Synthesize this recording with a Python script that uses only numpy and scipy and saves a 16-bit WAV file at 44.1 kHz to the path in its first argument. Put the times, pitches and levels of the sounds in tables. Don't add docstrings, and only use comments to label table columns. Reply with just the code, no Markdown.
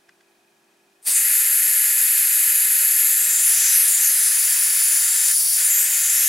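import sys
import numpy as np
from scipy import signal
from scipy.fft import rfft, irfft
from scipy.io import wavfile
from scipy.ndimage import uniform_filter1d, map_coordinates

SR = 44100
rng = np.random.default_rng(int(sys.argv[2]) if len(sys.argv) > 2 else 0)


def file_out(sig):
    cols = np.atleast_2d(sig).T
    lim = np.clip(cols, -1, 1)
    pcm = np.round(lim * 32767).astype(np.int16)
    wavfile.write(sys.argv[1], SR, pcm)


N = 276948
TIME = np.arange(N) / SR
BINS = np.maximum(np.fft.rfftfreq(N, 1 / SR), 1)

LEAK_S, OPEN_S, OPEN_TIME_S, FULL_FLOW_S = 1.004, 1.03, 0.028, 1.073
SEAL_DB_PER_S = 930
SURGE_S, SURGE_LENGTH_S, SURGE_DB, SETTLED_S = 1.17, 0.044, 6.5, 1.22

# frequency_hz, coherence (0-1)
JET_LIKENESS = [(30, 0.53), (70, 0.37), (160, .82), (350, 0.93), (650, 0.43), (1100, 0.8), (1600, 0.98),
                (3000, 1), (4000, 1), (5300, 1), (6300, 0.88), (9500, 0.96), (13000, 0.99), (15500, 0.99)]


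def jet():
    air = shielded(hiss()) + roar() + outlet_ring() + bore_ring() + crest() + sizzle() + swishes()
    leak = ramp(LEAK_S, OPEN_S) ** 2
    seal_db = np.minimum(SEAL_DB_PER_S * (TIME - FULL_FLOW_S), 0)
    flutter_db = 0.35 * drift(13)
    return air * leak * from_db(seal_db + flutter_db)


# frequency_hz, relative_density_db (per Hz)
HISS_COLOUR = [(300, -37), (1000, -17), (1500, -13), (2500, -6), (3400, -6), (4150, -6), (4700, 0.5),
               (5300, 0), (5900, 0), (7000, -2.5), (9000, -0.5), (11000, -0.5), (13000, -7.5),
               (16000, -16.5)]
# time_s, relative_level_db
HISS_LEVEL = [(1.25, -30.5), (3.388, -29.623), (3.62, -23), (3.875, -26.864), (4.004, -28.482),
              (4.512, -26.5), (5.177, -27.899), (5.563, -23.662), (5.643, -29.5), (5.853, -28.5),
              (6.201, -26.427)]


def hiss(spit_db=5.0):
    level_db = in_time(HISS_LEVEL)[0] + spit_db * spit()
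    return from_db(level_db) * noise(from_db(at_bins(HISS_COLOUR)), JET_LIKENESS)


# centre_hz, nominal_width_hz, relative_level_db
ROAR_MODES = [(1468, 207, -4), (1747, 160, 2.5), (1898, 150, -0.5), (2125, 250, 0), (2523, 185, 0.5),
              (2910, 390, -5), (3640, 1100, -10.5)]


def roar(level_db=-33.0):
    return from_db(level_db + roar_change_db()) * noise(resonances(ROAR_MODES), JET_LIKENESS)


# centre_hz, nominal_width_hz, relative_level_db
OUTLET_MODES = [(6274, 190, -5.5), (6590, 280, -2), (6890, 140, 1.5), (7155, 160, 4.5), (7290, 100, -0.5),
                (7520, 104, 4), (7670, 170, -1)]
# time_s, relative_level_db
OUTLET_LEVEL = [(1.25, -29.5), (2.879, -29), (3.278, -26), (3.335, -19.811), (3.494, -27.337),
                (3.664, -21.5), (3.81, -36), (3.95, -23), (4.154, -28), (4.216, -24), (4.664, -28.208),
                (5.243, -20.738), (5.5, -33.479), (5.572, -25.5), (5.784, -22), (5.82, -26.562),
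                (6.117, -22.5), (6.281, -24.043)]


def outlet_ring():
    level_db = in_time(OUTLET_LEVEL)[0] + building_db() + SURGE_DB * swell(SURGE_S, SURGE_LENGTH_S)
    return from_db(level_db) * noise(resonances(OUTLET_MODES), JET_LIKENESS)


# centre_hz, nominal_width_hz, relative_level_db
BORE_MODES = [(7920, 190, 2), (8310, 130, 1), (8630, 240, 0), (8990, 170, 1.5), (9350, 140, -6.5)]


def bore_ring(level_db=-31.0):
    surging_db = level_db + SURGE_DB * swell(SURGE_S, SURGE_LENGTH_S)
    return from_db(surging_db) * noise(resonances(BORE_MODES), JET_LIKENESS)


CREST_HZ, CUPPED_CREST_HZ, OPENING_CREST_HZ = 11330, -1050, -1400
CREST_WIDTH_HZ, OPENING_WIDTH_HZ = 2200, 890
CUPPED_CREST_DB, CREST_BUILD_SHARE = -0.8, 0.31
# time_s, relative_level_db
CREST_LEVEL = [(1.25, -18), (2.3, -18), (3.172, -17.5), (3.237, -21), (3.341, -20.5), (3.409, -22),
               (3.47, -14.5), (3.648, -20.5), (3.783, -14.5), (3.981, -22.328), (4.025, -17.5),
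               (4.268, -20), (4.95, -20.5), (5.398, -20.5), (5.699, -21), (5.772, -26.29), (5.838, -23.513),
               (6.235, -18.5)]


def crest(steepness=2.57):
    cup = cupping()
    unsettled = 1 - ramp(SURGE_S, SETTLED_S)
    level_db = in_time(CREST_LEVEL)[0] + CUPPED_CREST_DB * cup + CREST_BUILD_SHARE * building_db()
    centre_hz = CREST_HZ + CUPPED_CREST_HZ * cup + OPENING_CREST_HZ * unsettled
    width_hz = CREST_WIDTH_HZ + OPENING_WIDTH_HZ * unsettled
    hz, s, cells = signal.stft(rng.standard_normal((2, N)), SR, nperseg=512)
    hz = hz[:, None]
    centre, width = np.interp(s, TIME, centre_hz), np.interp(s, TIME, width_hz)
    hump = 1 / np.sqrt(1 + np.abs(2 * (hz - centre) / width) ** (2 * steepness))
    hump = hump / np.sqrt(1 + (6500 / (hz + 1)) ** 10)
    hump = hump / np.sqrt(np.sum(hump ** 2, axis=0))
    eddies = signal.istft(cells * hump, SR)[1][:, :N]
    return from_db(level_db) * rms_one(spread(eddies, JET_LIKENESS))


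# frequency_hz, relative_density_db (per Hz)
SIZZLE_COLOUR = [(10000, -40), (12300, -5), (13100, 12.5), (13700, 8), (14300, 6), (15000, 1), (15500, 6.5),
                 (16000, 0)]


def sizzle(level_db=-39.0, cupped_db=15.5, spit_db=9.5):
    moving_db = level_db + cupped_db * cupping() + spit_db * spit()
    return from_db(moving_db) * noise(from_db(at_bins(SIZZLE_COLOUR)), JET_LIKENESS)


def spit(s=1.09, half_length_s=0.056):
    return swell(s, half_length_s)


def building_db(start_db=-10, full_s=1.155, build_time_s=0.034):
    return start_db * (1 - ramp(full_s - build_time_s, full_s))


def roar_change_db(sag_db_per_s=.08, cupped_db=-1.5, shield_db=-11.0):
    emptying_db = -sag_db_per_s * (TIME - OPEN_S)
    hand_db = cupped_db * cupping() + shield_db * shielding()
    return building_db() + emptying_db + hand_db


# peak_s, half_length_s, relative_level_db, pitch_hz
SWISHES = [(3.24, .06, -28, 8600), (3.40, .07, -24.5, 9000), (3.66, .18, -29.5, 6080),
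           (3.91, .105, -21.5, 9000), (4.056, .06, -28, 6440), (4.26, .08, -26, 9400),
           (4.9, .55, -26.5, 10380), (5.665, .031, -20, 9500), (5.776, .09, -20.5, 11850),
           (5.835, .05, -25.5, 8280), (6.2, .07, -34.5, 5550)]


def swishes(width_hz=830):
    out, white = 0, rng.standard_normal((2, N))
    for s, half_length_s, db, hz in SWISHES:
        edges = [hz - width_hz / 2, hz + width_hz / 2]
        band = signal.sosfilt(signal.butter(2, edges, "band", fs=SR, output="sos"), white)
        out = out + from_db(db) * swell(s, half_length_s) * rms_one(band)
    return spread(out, JET_LIKENESS) / np.sqrt(2)


# frequency_hz, relative_density_db (per Hz)
RUSH_COLOUR = [(25, -23), (70, -29), (140, -18.5), (250, -7), (400, -1.5), (700, 4), (1100, 2), (1500, -7),
               (2500, -13)]


def rush(level_db=-52.5, puff_db=-47.0, puff_s=1.085, puff_length_s=0.021, follow=0.37):
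    opening = ramp(OPEN_S, OPEN_S + OPEN_TIME_S)
    flow_gain = opening * from_db(level_db + follow * roar_change_db())
    flow = flow_gain * noise(from_db(at_bins(RUSH_COLOUR)), JET_LIKENESS)
    puff_modes = [(290, 75, -0.18), (486, 150, -1.1), (800, 410, 0)]
    puff_gain = from_db(puff_db) * swell(puff_s, puff_length_s)
    return flow + puff_gain * noise(resonances(puff_modes), ROOM_LIKENESS)


# frequency_hz, relative_density_db (per Hz)
RUMBLE_COLOUR = [(25, 4), (100, 1), (200, -6), (400, -20)]


def rumble(level_db=-78.0, fade_from_s=3.1, fade_to_s=3.4):
    held = ramp(OPEN_S, OPEN_S + OPEN_TIME_S) * (1 - ramp(fade_from_s, fade_to_s))
    return held * from_db(level_db) * noise(from_db(at_bins(RUMBLE_COLOUR)), JET_LIKENESS)


# time_s, cupping (0 = clear of it, 1 = cupped round it)
CUPPING = [(1.25, 0.133), (3.073, 0.15), (3.413, 0.63), (3.609, 0.57), (3.811, 0.064), (3.923, 1.007),
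           (4.044, -0.003), (4.121, 0.17), (4.142, 0.43), (4.303, 0.33), (4.393, 0.8), (4.992, 0.78),
           (5.087, 0.56), (5.58, 0.778), (5.652, 0.641), (5.748, 0.48), (5.913, 0.83), (6.263, 0.361)]


def cupping():
    return np.clip(in_time(CUPPING)[0], 0, 1)


def hand_motion(full_speed=2.0, smooth_s=.25):
    speed = np.abs(np.gradient(cupping())) * SR
    return np.minimum(uniform_filter1d(speed, int(smooth_s * SR)) / full_speed, 1)


def palm_delay_ms(open_ms=0.424, cupped_ms=.208):
    return open_ms + cupped_ms * cupping()


# time_s, delay_ms, share (of the short waves, 0-1)
FINGER = [(1.4, 0.24, 0.12), (3.06, 0.25, 0.18), (3.168, 0.25, 0.292), (3.397, 0.23, 0.23),
          (3.501, 0.373, 0), (3.759, 0.29, 0.009), (3.959, 0.265, 0.25), (4.064, 0.205, 0.1),
          (4.26, 0.21, 0.45), (4.473, 0.198, 0.15), (4.929, 0.201, 0.193), (5.149, 0.22, 0.44),
          (5.375, 0.207, 0.4), (5.571, 0.207, 0.18), (5.647, 0.21, 0.27), (5.753, 0.32, 0.034),
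          (6.044, 0.352, 0.005), (6.252, 0.332, 0.32)]


def hand(x, size_hz=3000, palm_share=.23, cupped_share=-.3):
    palm = palm_delay_ms(), np.maximum(palm_share + cupped_share * cupping(), 0)
    short_waves = irfft(rfft(x) / np.sqrt(1 + (size_hz / BINS) ** 2), N)
    for delay_ms, share in in_time(FINGER), palm:
        when = np.arange(N) - delay_ms * SR / 1000
        x = x + share * np.array([map_coordinates(side, [when], order=5) for side in short_waves])
    return x


def bounces(x, share=0.04, moving_share=0.11, count=3, shortest_ms=0.799, longest_ms=1.8, stretch=0.6):
    palm_ms = palm_delay_ms()
    depth = share + moving_share * hand_motion()
    treble = irfft(rfft(x) / np.sqrt(1 + (5000 / BINS) ** 4), N)
    for k, path_ms in enumerate(np.geomspace(shortest_ms, longest_ms, count)):
        delay_ms = path_ms + stretch * (k + 1) * (palm_ms - palm_ms.mean())
        when = np.arange(N) - delay_ms * SR / 1000
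        x = x + depth * np.array([map_coordinates(side, [when], order=3) for side in treble])
    return x


def shielding(from_s=5.33, to_s=5.57, edge_s=0.037):
    inside_s = np.minimum(TIME - from_s, to_s - TIME)
    return np.clip(.5 + inside_s / edge_s, 0, 1)


def shielded(x, edge_hz=4350, open_db=1.0, shield_db=-5.0):
    lower = irfft(rfft(x) / (1 + (BINS / edge_hz) ** 20), N)
    return x + (from_db(open_db + shield_db * shielding()) - 1) * lower


# frequency_hz, left_minus_right_db
JET_BALANCE = [(100, 1), (400, .4), (1100, 2.5), (2400, 1.2), (3800, 0.5), (5500, 0), (6300, 2.5),
               (8200, 2.5), (9500, 2.5), (11400, 2), (13600, 3.5), (15500, -4)]


def surroundings(x, room_db=-14.5, t60=0.2, lean_db=-0.8, cupped_lean_db=0.5):
    t = TIME[:SR // 3]
    tail = rms_one(rng.standard_normal(len(t)) * from_db(-60 * t / t60) * (t > .004)) / np.sqrt(len(t))
    balance = from_db(at_bins(JET_BALANCE) / 2)
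    heard = irfft(rfft(x) * np.array([balance, 1 / balance]), N) * (TIME > 1)
    heard = heard + from_db(room_db) * signal.fftconvolve(heard, tail[None], axes=1)[:, :N]
    left_minus_right_db = lean_db + cupped_lean_db * cupping()
    return heard * from_db(left_minus_right_db * [[.5], [-.5]])


# start_s, relative_level_db, low_resonance_weight_db
TICKS = [(0.093, -48, 2), (0.209, -58, -5), (0.284, -70, -10)]
# centre_hz, nominal_width_hz, relative_level_db
REGULATOR = [(760, 260, -6), (1280, 260, -3), (1650, 260, 1), (2000, 160, 2), (2600, 600, -6),
             (3400, 160, -1), (3950, 230, -11), (4900, 1200, -9.5), (7500, 3500, -19)]


def ticks(scuff_s=0.0041, tail_db=-15.0, t60=.1):
    out = 0
    for s, db, low_db in TICKS:
        age = TIME - s
        scuff = np.exp(-(age / scuff_s) ** 2)
        tail = (age > 0) * from_db(tail_db - 60 * np.abs(age) / t60)
        colour = resonances(REGULATOR) * from_db(low_db / (1 + (BINS / 3000) ** 4))
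        out = out + from_db(db) * (scuff + tail) * noise(colour, JET_LIKENESS)
    return out


# frequency_hz, coherence (0-1)
ROOM_LIKENESS = [(60, 0.79), (180, 0.99), (550, 0.63), (1650, 0.29), (4970, 0.62), (15000, 0.99)]
# frequency_hz, relative_density_db (per Hz)
FLOOR_COLOUR = [(25, -19), (50, -19), (100, -17), (150, -4.5), (220, -0.5), (330, -1), (520, -3.5),
                (720, 2.5), (1100, -4.5), (1400, -4), (1650, -3), (2100, -7), (10500, -13.5), (16000, -22)]
# pitch_hz, mean_level_db (rms)
HUM = [(215.3, -81), (295.5, -82), (344.5, -71), (393.6, -71.5), (1680, -79), (1873, -86), (2369, -84),
       (2514, -84), (3155, -85), (5846, -90), (7440, -92)]


def workshop(floor_db=-63):
    floor = from_db(floor_db) * noise(from_db(at_bins(FLOOR_COLOUR)), ROOM_LIKENESS)
    lines = 0
    for hz, db in HUM:
        lines = lines + from_db(db + drift(5) / 2) * np.sin(2 * np.pi * (hz * TIME + rng.random()))
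    return floor + np.sqrt(2) * lines


def whine(level_db=-73.5, centre_hz=2490, throb_hz=24.9):
    throb = (1 + np.cos(2 * np.pi * throb_hz * TIME)) / 2
    return from_db(level_db) * rms_one(throb * noise(resonances([(centre_hz, 130, 0)]), ROOM_LIKENESS))


def noise(gain, likeness):
    return rms_one(spread(rng.standard_normal((2, N)), likeness, gain))


def spread(pair, likeness, gain=1):
    alike = np.clip(at_bins(likeness), 0, .995)
    mid, side = rfft(pair) * gain
    return irfft(np.sqrt(1 + alike) * mid + np.sqrt(1 - alike) * side * [[1], [-1]], N)


def resonances(modes):
    power = 0
    for hz, width, db in modes:
        power = power + (from_db(db) / (1 + ((BINS - hz) / (0.68 * width)) ** 2)) ** 2
    return np.sqrt(power)


def drift(rate_hz):
    return rms_one(irfft(rfft(rng.standard_normal(N)) / (1 + (BINS / rate_hz) ** 2), N))


def swell(s, half_length_s):
    return np.exp(-((TIME - s) / half_length_s) ** 2)


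def ramp(from_s, to_s):
    return np.clip((TIME - from_s) / max(to_s - from_s, 1e-3), 0, 1)


def in_time(rows):
    s, *columns = np.transpose(rows)
    return [np.interp(TIME, s, c) for c in columns]


def at_bins(points):
    hz, value = np.transpose(points)
    return np.interp(np.log(BINS), np.log(hz), value)


def from_db(db):
    return 10 ** (np.asarray(db) / 20)


def rms_one(x):
    return x / np.sqrt(np.mean(np.abs(x) ** 2) + 1e-20)


def scene(near_db=10.0):
    air = bounces(hand(jet())) + rush() + rumble()
    return from_db(near_db) * surroundings(air) + ticks() + workshop() + whine()


def record(dry, threshold_db=-49.5, gain_range_db=10.0, cutoff_hz=15850):
    power = signal.lfilter([.01], [1, -.99], np.mean(dry ** 2, axis=0))
    turned_down_db = np.clip(10 * np.log10(power + 1e-12) - threshold_db, 0, gain_range_db)
    taps = signal.firwin(401, cutoff_hz, window=("kaiser", 8), fs=SR)
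    return signal.fftconvolve(dry * from_db(-turned_down_db), taps[None], mode="same", axes=1)


dry = scene()
out = record(dry)
file_out(out)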